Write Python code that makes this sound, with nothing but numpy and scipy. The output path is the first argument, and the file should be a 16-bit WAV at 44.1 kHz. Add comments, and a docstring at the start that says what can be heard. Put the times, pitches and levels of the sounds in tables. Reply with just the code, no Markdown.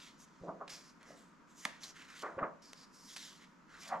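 """Turning stiff pages, close up

A large book on a table in a quiet room, a stereo microphone close to the paper.
Fingers slide with a hiss of catching fibres, edges tick, a corner buckles free with a pop.
Each sheet sweeps off its neighbour and flops over with a dull flutter that rings the book;
some land with a slap or a puff of air."""
import sys
import numpy as np
from scipy import signal
from scipy.fft import rfft, irfft
from scipy.io import wavfile
from scipy.ndimage import uniform_filter1d

SR = 44100
rng = np.random.default_rng(int(sys.argv[2]) if len(sys.argv) > 2 else 0)


def wav_out(sig):
    """Save sig, one row per channel (or a flat mono array), as 16-bit PCM at SR to the path in sys.argv[1]."""
    wavfile.write(sys.argv[1], SR, np.round(np.clip(np.atleast_2d(sig).T, -1, 1) * 32767).astype(np.int16))


N = 176400


def amp(db):
    """Decibels to gain."""
    return 10 ** (np.asarray(db) / 20)


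def unit(x):
    """Scales to rms 1."""
    return x / np.sqrt(np.mean(x ** 2) + 1e-20)


def read(points, hz):
    """Reads a table on a log-frequency axis."""
    f, value = np.transpose(points)
    return np.interp(np.log(hz + 1), np.log(f + 1), value)


def bins(x):
    """Frequencies of the spectrum of x, raised 1 Hz to avoid zero."""
    return np.fft.rfftfreq(x.shape[-1], 1 / SR) + 1


def tint(x, db):
    """Colours x by a gain per frequency, at rms 1."""
    return unit(irfft(rfft(x) * amp(db), x.shape[-1]))


def add(mix, start, sound):
    """Mixes a sound in at a time in seconds."""
    at = round(start * SR)
    part = mix[max(at, 0):][:len(sound) + min(at, 0)]
    part += sound[max(-at, 0):][:len(part)]


def add_burst(mix, x, peak, rise, decay, db):
    """Mixes x in, swelling to the peak time and dying away."""
    t = (np.arange(len(x)) - len(x) // 2) / SR
    envelope = np.exp(np.minimum(t / rise, -t / decay))
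    add(mix, peak - len(x) / 2 / SR, amp(db) * x * envelope)


def grains(per_s=18000, spread_db=1, size=32768):
    """A train of tiny slips of uneven strength."""
    slips = rng.standard_normal(size) * (rng.random(size) < per_s / SR)
    return slips * amp(spread_db * np.minimum(rng.exponential(1, size), 4))


# The quiet room behind the book: (frequency [Hz], relative level [dB])
ROOM_TONE_COLOUR = [(20, -18), (55, -16.5), (118, -24), (160, -2.5), (280, -4), (380, -13), (820, -20.5),
                    (945, -9), (1060, -11.5), (1270, -10.5), (2600, -26), (3500, -32), (7000, -32),
                    (8500, -45.5), (12500, -49.5), (15000, -59)]
# How alike it is on both sides of the microphone: (frequency [Hz], shared power [0-1])
ROOM_TONE_LIKENESS = [(50, 0.86), (180, 0.59), (3000, 0.49)]
def room_tone():
    """Steady soft rush of the room, its bass mostly shared by both channels."""
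    noise = rfft(rng.standard_normal((3, N)))
    hz = bins(np.zeros(N))
    shared = read(ROOM_TONE_LIKENESS, hz)
    stereo = irfft(np.sqrt(shared) * noise[0] + np.sqrt(1 - shared) * noise[1:], N)
    return amp(-62.5) * tint(stereo, read(ROOM_TONE_COLOUR, hz))


# Reverberation around the table: (frequency [Hz], time to fall 60 dB [s])
ROOM_DECAY = [(150, 0.5), (600, 0.53), (2000, 0.29), (6000, 0.32), (14000, 0.27)]
# The left channel trails the right: (frequency [Hz], phase lag [rad])
LEFT_LAG = [(500, 0.032), (3000, 0.86), (6000, 0.5)]
def in_room(x, right_db, room_db):
    """Close sound, right of centre, with a short diffuse tail that differs in each channel."""
    hz, t, noise = signal.stft(rng.standard_normal((2, SR // 2)), SR, nperseg=256)
    decay = amp(-60 * t / read(ROOM_DECAY, hz)[:, None])
    tail = signal.istft(noise * decay, SR, nperseg=256)[1]
    tail[:, :130] = 0  # 3 ms before the first reflection
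    wet = signal.fftconvolve(x[None], tail / np.linalg.norm(tail[0]), axes=1)[:, :N]
    left = irfft(rfft(x) * np.exp(-1j * read(LEFT_LAG, bins(x))), N)
    direct = np.array([left, x]) * amp([[-right_db / 2], [right_db / 2]])
    return direct + amp(room_db) * wet


def rub(colour, length, rise, fade, db, centre_hz, tilt_db, *, lift_db, width_oct, dip_db, below_oct):
    """Fibres catch and slip in one stroke; the sheet radiates them through a peak with a dip below."""
    slips = grains()
    t, hz = np.arange(len(slips)) / SR, bins(slips)
    octaves = np.log2(hz / centre_hz)
    peak = lift_db * np.exp(-.5 * (octaves / width_oct) ** 2)
    dip = dip_db * np.exp(-(2 * (octaves / below_oct + 1)) ** 2)
    hiss = tint(slips, read(colour, hz) + tilt_db * np.maximum(octaves, -3) + peak - dip)
    waver_db = unit(uniform_filter1d(rng.standard_normal(len(t)), size=400))
    envelope = np.minimum(t / rise, 1) * np.exp(-np.maximum(t - length, 0) / fade)
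    return hiss * amp(db + waver_db) * envelope


# Skin on paper, heard close: (frequency [Hz], relative level [dB])
FINGER_COLOUR = [(150, -22.5), (600, -17), (1500, -10), (2600, -8), (3300, -3), (4700, 0.5), (7200, -2.5),
                 (8500, -10), (12300, -16), (15000, -36)]
# Strokes: (start [s], length [s], rise [s], fade [s], level [dB], centre [Hz], tilt [dB/octave])
FINGER_STROKES = [(0.175, 0.075, 0.03, 0.004, -63.5, 6440, 1),
                  (0.695, 0.023, 0.0023, 0.064, -50.5, 5200, -3.5),
                  (0.835, 0.069, 0.021, 0.0095, -66, 5540, -3), (1.038, 0.06, 0.077, 0.047, -63.5, 5770, 0),
                  (1.14, 0.067, 0.034, 0.072, -68.5, 7900, -1.5),
                  (1.465, 0.062, 0.037, 0.039, -71.5, 7240, -1), (1.541, 0.12, 0.064, 0.021, -58, 6500, 1),
                  (1.798, 0.11, 0.03, 0.011, -55, 6030, -3.5),
                  (1.832, 0.014, 0.0038, 0.0083, -46, 4060, -1), (2.619, 0.05, 0.0038, 0.12, -62, 5140, -2),
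                  (2.748, 0.093, 0.032, 0.017, -61, 5000, -4.5),
                  (2.908, 0.15, 0.037, 0.024, -64, 5260, 1.2), (3.039, 0.1, 0.022, 0.13, -60, 5570, 3),
                  (3.778, 0.057, 0.063, 0.006, -54, 5700, 0), (3.876, 0.012, 0.0027, 0.0071, -52, 4400, 1)]
def finger_slides():
    """Fingertips rub the page with a thin, high hiss."""
    out = np.zeros(N)
    for start, *stroke in FINGER_STROKES:
        hiss = rub(FINGER_COLOUR, *stroke, lift_db=5.2, width_oct=0.13, dip_db=6, below_oct=0.61)
        add(out, start, hiss)
    return out


# Paper on paper, heard close: (frequency [Hz], relative level [dB])
SHEET_COLOUR = [(150, -13), (750, -11), (1300, -4), (2000, 1), (2600, -5.5), (3400, -2.5), (4400, -4),
                (7200, -4.5), (8500, -14), (12000, -19.5), (15000, -39)]
# Sheets passing the microphone: (start [s], length [s], rise [s], fade [s], level [dB],
# centre [Hz], tilt [dB/octave], reflection delay [s])
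SHEET_STROKES = [(0, 0.079, 0.0011, 0.033, -58, 3040, 1, 0.00079),
                 (0.091, 0.37, 0.018, 0.078, -76, 5560, -2, 0.00062),
                 (0.69, 0.013, 0.0037, 0.081, -55, 1760, 3.5, 0.0011),
                 (0.994, 0.13, 0.022, 0.04, -64, 1370, -3.5, 0.0009),
                 (1.60, 0.074, 0.076, 0.091, -53.5, 2080, -2.5, 0.001),
                 (1.937, 0.087, 0.031, 0.06, -56.5, 1930, -1, 0.00061),
                 (2.074, 0.084, 0.016, 0.098, -57, 1520, -1, 0.00072),
                 (2.144, 0.083, 0.037, 0.0072, -56.5, 2870, 4, 0.0006),
                 (3.062, 0.083, 0.035, 0.038, -58, 3580, 4, 0.00052),
                 (3.164, 0.09, 0.0019, 0.072, -52.5, 3470, 2.5, 0.00047),
                 (3.377, 0.065, 0.05, 0.021, -62, 2390, -1.5, 0.00054),
                 (3.665, .14, 0.079, 0.016, -59, 1380, -2.5, 0.00063),
                 (3.806, 0.051, 0.024, 0.061, -54.5, 2240, 1.5, 0.00078)]
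def sheet_sweeps():
    """A sheet rubs over its neighbour; the reflection off it comes later as it lifts."""
    out = np.zeros(N)
    for start, *stroke, delay in SHEET_STROKES:
        swish = rub(SHEET_COLOUR, *stroke, lift_db=7.3, width_oct=0.59, dip_db=1.2, below_oct=0.44)
        t = np.arange(len(swish)) / SR
        reflection = np.interp(t - delay - 0.0011 * t, t, swish)
        add(out, start, swish + 0.28 * reflection)
    return out


# Air reaching the microphone: (time [s], level [dB])
AIR_PUFFS = [(0.418, -44.5), (0.496, -55), (2.37, -52.5), (2.425, -52)]
def air_puffs(decay_s=0.0055, cutoff_hz=175):
    """A landing page pushes out the air beneath it in a low puff."""
    out = np.zeros(N)
    for peak, db in AIR_PUFFS:
        noise = grains()
        air = tint(noise, -20 * np.log10(1 + (bins(noise) / cutoff_hz) ** 3))
        add_burst(out, air, peak, decay_s / 2, decay_s, db)
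    return out


# A paper edge, heard close: (frequency [Hz], relative level [dB])
EDGE_COLOUR = [(120, -34.5), (600, 1.5), (3200, 7), (4800, 5.5), (7300, -2), (10000, -6.5), (12500, -22),
               (15000, -30)]
# Flicks: (time [s], rise [s], decay [s], level [dB], treble tilt [dB/octave])
EDGE_FLICKS = [(0.679, 0.00051, 0.0065, -47.5, -4.5), (1.03, 0.00027, .002, -56.5, 5.5),
               (1.6527, 0.0011, 0.0019, -33, 5), (1.6553, 0.0019, 0.0021, -32, -5.5),
               (2.223, 0.0011, 0.0027, -50, 2), (2.733, 0.00061, 0.00085, -37, -0.3),
               (3.165, 0.002, 0.0064, -41, 2)]
def edge_ticks():
    """Paper edges flick past a finger in brief crackles; the two near 1.65 s are the crackle of the corner
    buckling free."""
    out = np.zeros(N)
    for *burst, tilt_db in EDGE_FLICKS:
        slips = grains()
        hz = bins(slips)
        crackle = tint(slips, read(EDGE_COLOUR, hz) + tilt_db * np.log2(1 + hz / 1000))
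        add_burst(out, crackle, *burst)
    return out


# The jolted book on the table: (frequency [Hz], gain [dB])
JOLT_COLOUR = [(70, -24), (220, 7.5), (420, -11), (1000, -1), (2000, -10), (5000, -39)]
def corner_snap(pop_hz=1980, width_s=0.00033):
    """One corner buckles free with a pop that jolts the book."""
    out = np.zeros(N)
    t = np.arange(-128, 129) / SR
    pop = np.cos(2 * np.pi * pop_hz * t) * np.exp(-.5 * (t / width_s) ** 2)
    add(out, 1.6538 + t[0], amp(-20) * pop)
    hz = abs(np.fft.fftfreq(4096, 1 / SR))
    log_gain = np.log(amp(read(JOLT_COLOUR, hz)))
    knock = np.fft.ifft(np.exp(signal.hilbert(log_gain).conj())).real  # minimum phase: a sudden onset
    add(out, 1.6553, amp(-3) * knock)
    return out


# Resonances of the book on the table: (frequency [Hz], width [Hz], lift [dB])
BOOK_MODES = [(170.5, 24, 8), (344, 130, 2), (560, 66, 5.5), (677, 67, 4.5), (753, 79, 2), (840, 43, -7),
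              (904, 31, 0.5), (1144, 230, 5.5)]
# Pages falling near the microphone, and at 1.658 s the book ringing after the corner snap: # (time [s], rise
# [s], decay [s], level [dB], low edge [Hz], high edge [Hz])
PAGE_FLOPS = [(0.437, 0.0098, 0.12, -47.5, 165, 734), (.49, 0.01, 0.024, -39, 152, 1114),
              (0.6149, 0.0063, 0.023, -41.5, 380, 1290), (1.135, 0.066, 0.052, -60, 180, 706),
              (1.658, 0.002, 0.027, -49, 536, 1110), (2.236, 0.0054, 0.032, -38, 305, 1760),
              (2.261, 0.0081, 0.065, -44, 332, 1660), (2.384, 0.006, 0.0082, -42.5, 253, 560),
              (2.391, 0.0047, 0.011, -37.5, 595, 1930), (2.424, 0.019, 0.046, -37.5, 155, 1330),
              (2.432, 0.0063, 0.023, -36, 513, 1790), (3.933, 0.022, 0.031, -39, 700, 1860),
              (3.945, 0.028, 0.055, -39.5, 584, 1050), (3.955, 0.044, 0.023, -52.5, 183, 293)]
def page_flops(low_order=6.3, high_order=6.13):
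    """The sheet bends and lands, fluttering in dull bursts that ring the book."""
    out = np.zeros(N)
    for *burst, low_hz, high_hz in PAGE_FLOPS:
        slips = grains(per_s=5000, spread_db=-1)
        hz = bins(slips)
        low_cut_db = -10 * np.log10(1 + (low_hz / hz) ** (2 * low_order))
        high_cut_db = -10 * np.log10(1 + (hz / high_hz) ** (2 * high_order))
        book_db = sum(db / (1 + (2 * (hz - f) / width) ** 2) for f, width, db in BOOK_MODES)
        flutter = tint(slips, low_cut_db + high_cut_db + book_db)
        flutter /= np.sqrt(uniform_filter1d(flutter ** 2, size=500) + 1e-6)  # evens out the level
        add_burst(out, flutter, *burst)
    return out


# Pages striking the book: (time [s], rise [s], decay [s], level [dB], pitch [Hz])
PAGE_SLAPS = [(1.1069, 0.001, 0.0045, -46.5, 620), (2.385, 0.0051, 0.0083, -35.5, 543.4),
              (2.4315, 0.0026, 0.0064, -29.5, 1215), (3.927, 0.003, 0.0061, -26, 760)]
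def page_slaps():
    """The bowed sheet slaps down and rings briefly at one pitch."""
    out = np.zeros(N)
    t = np.arange(SR // 2) / SR
    for *burst, pitch_hz in PAGE_SLAPS:
        add_burst(out, np.sin(2 * np.pi * pitch_hz * t), *burst)
    return out


def scene():
    """The book close up and slightly to the right, the quiet room behind it."""
    rubbing = in_room(finger_slides() + sheet_sweeps(), right_db=1.2, room_db=-11.5)
    landings = in_room(page_flops() + page_slaps() + air_puffs(), right_db=0.5, room_db=-15)
    snaps = in_room(edge_ticks() + corner_snap(), right_db=2.5, room_db=-11.5)
    return room_tone() + rubbing + landings + snaps


def record(dry):
    """The recorder cuts the treble above 15.4 kHz."""
    lowpass = signal.firwin(511, 15400, window=("kaiser", 9), fs=SR)
    return signal.oaconvolve(dry, lowpass[None], "same")


dry = scene()
out = record(dry)
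wav_out(out)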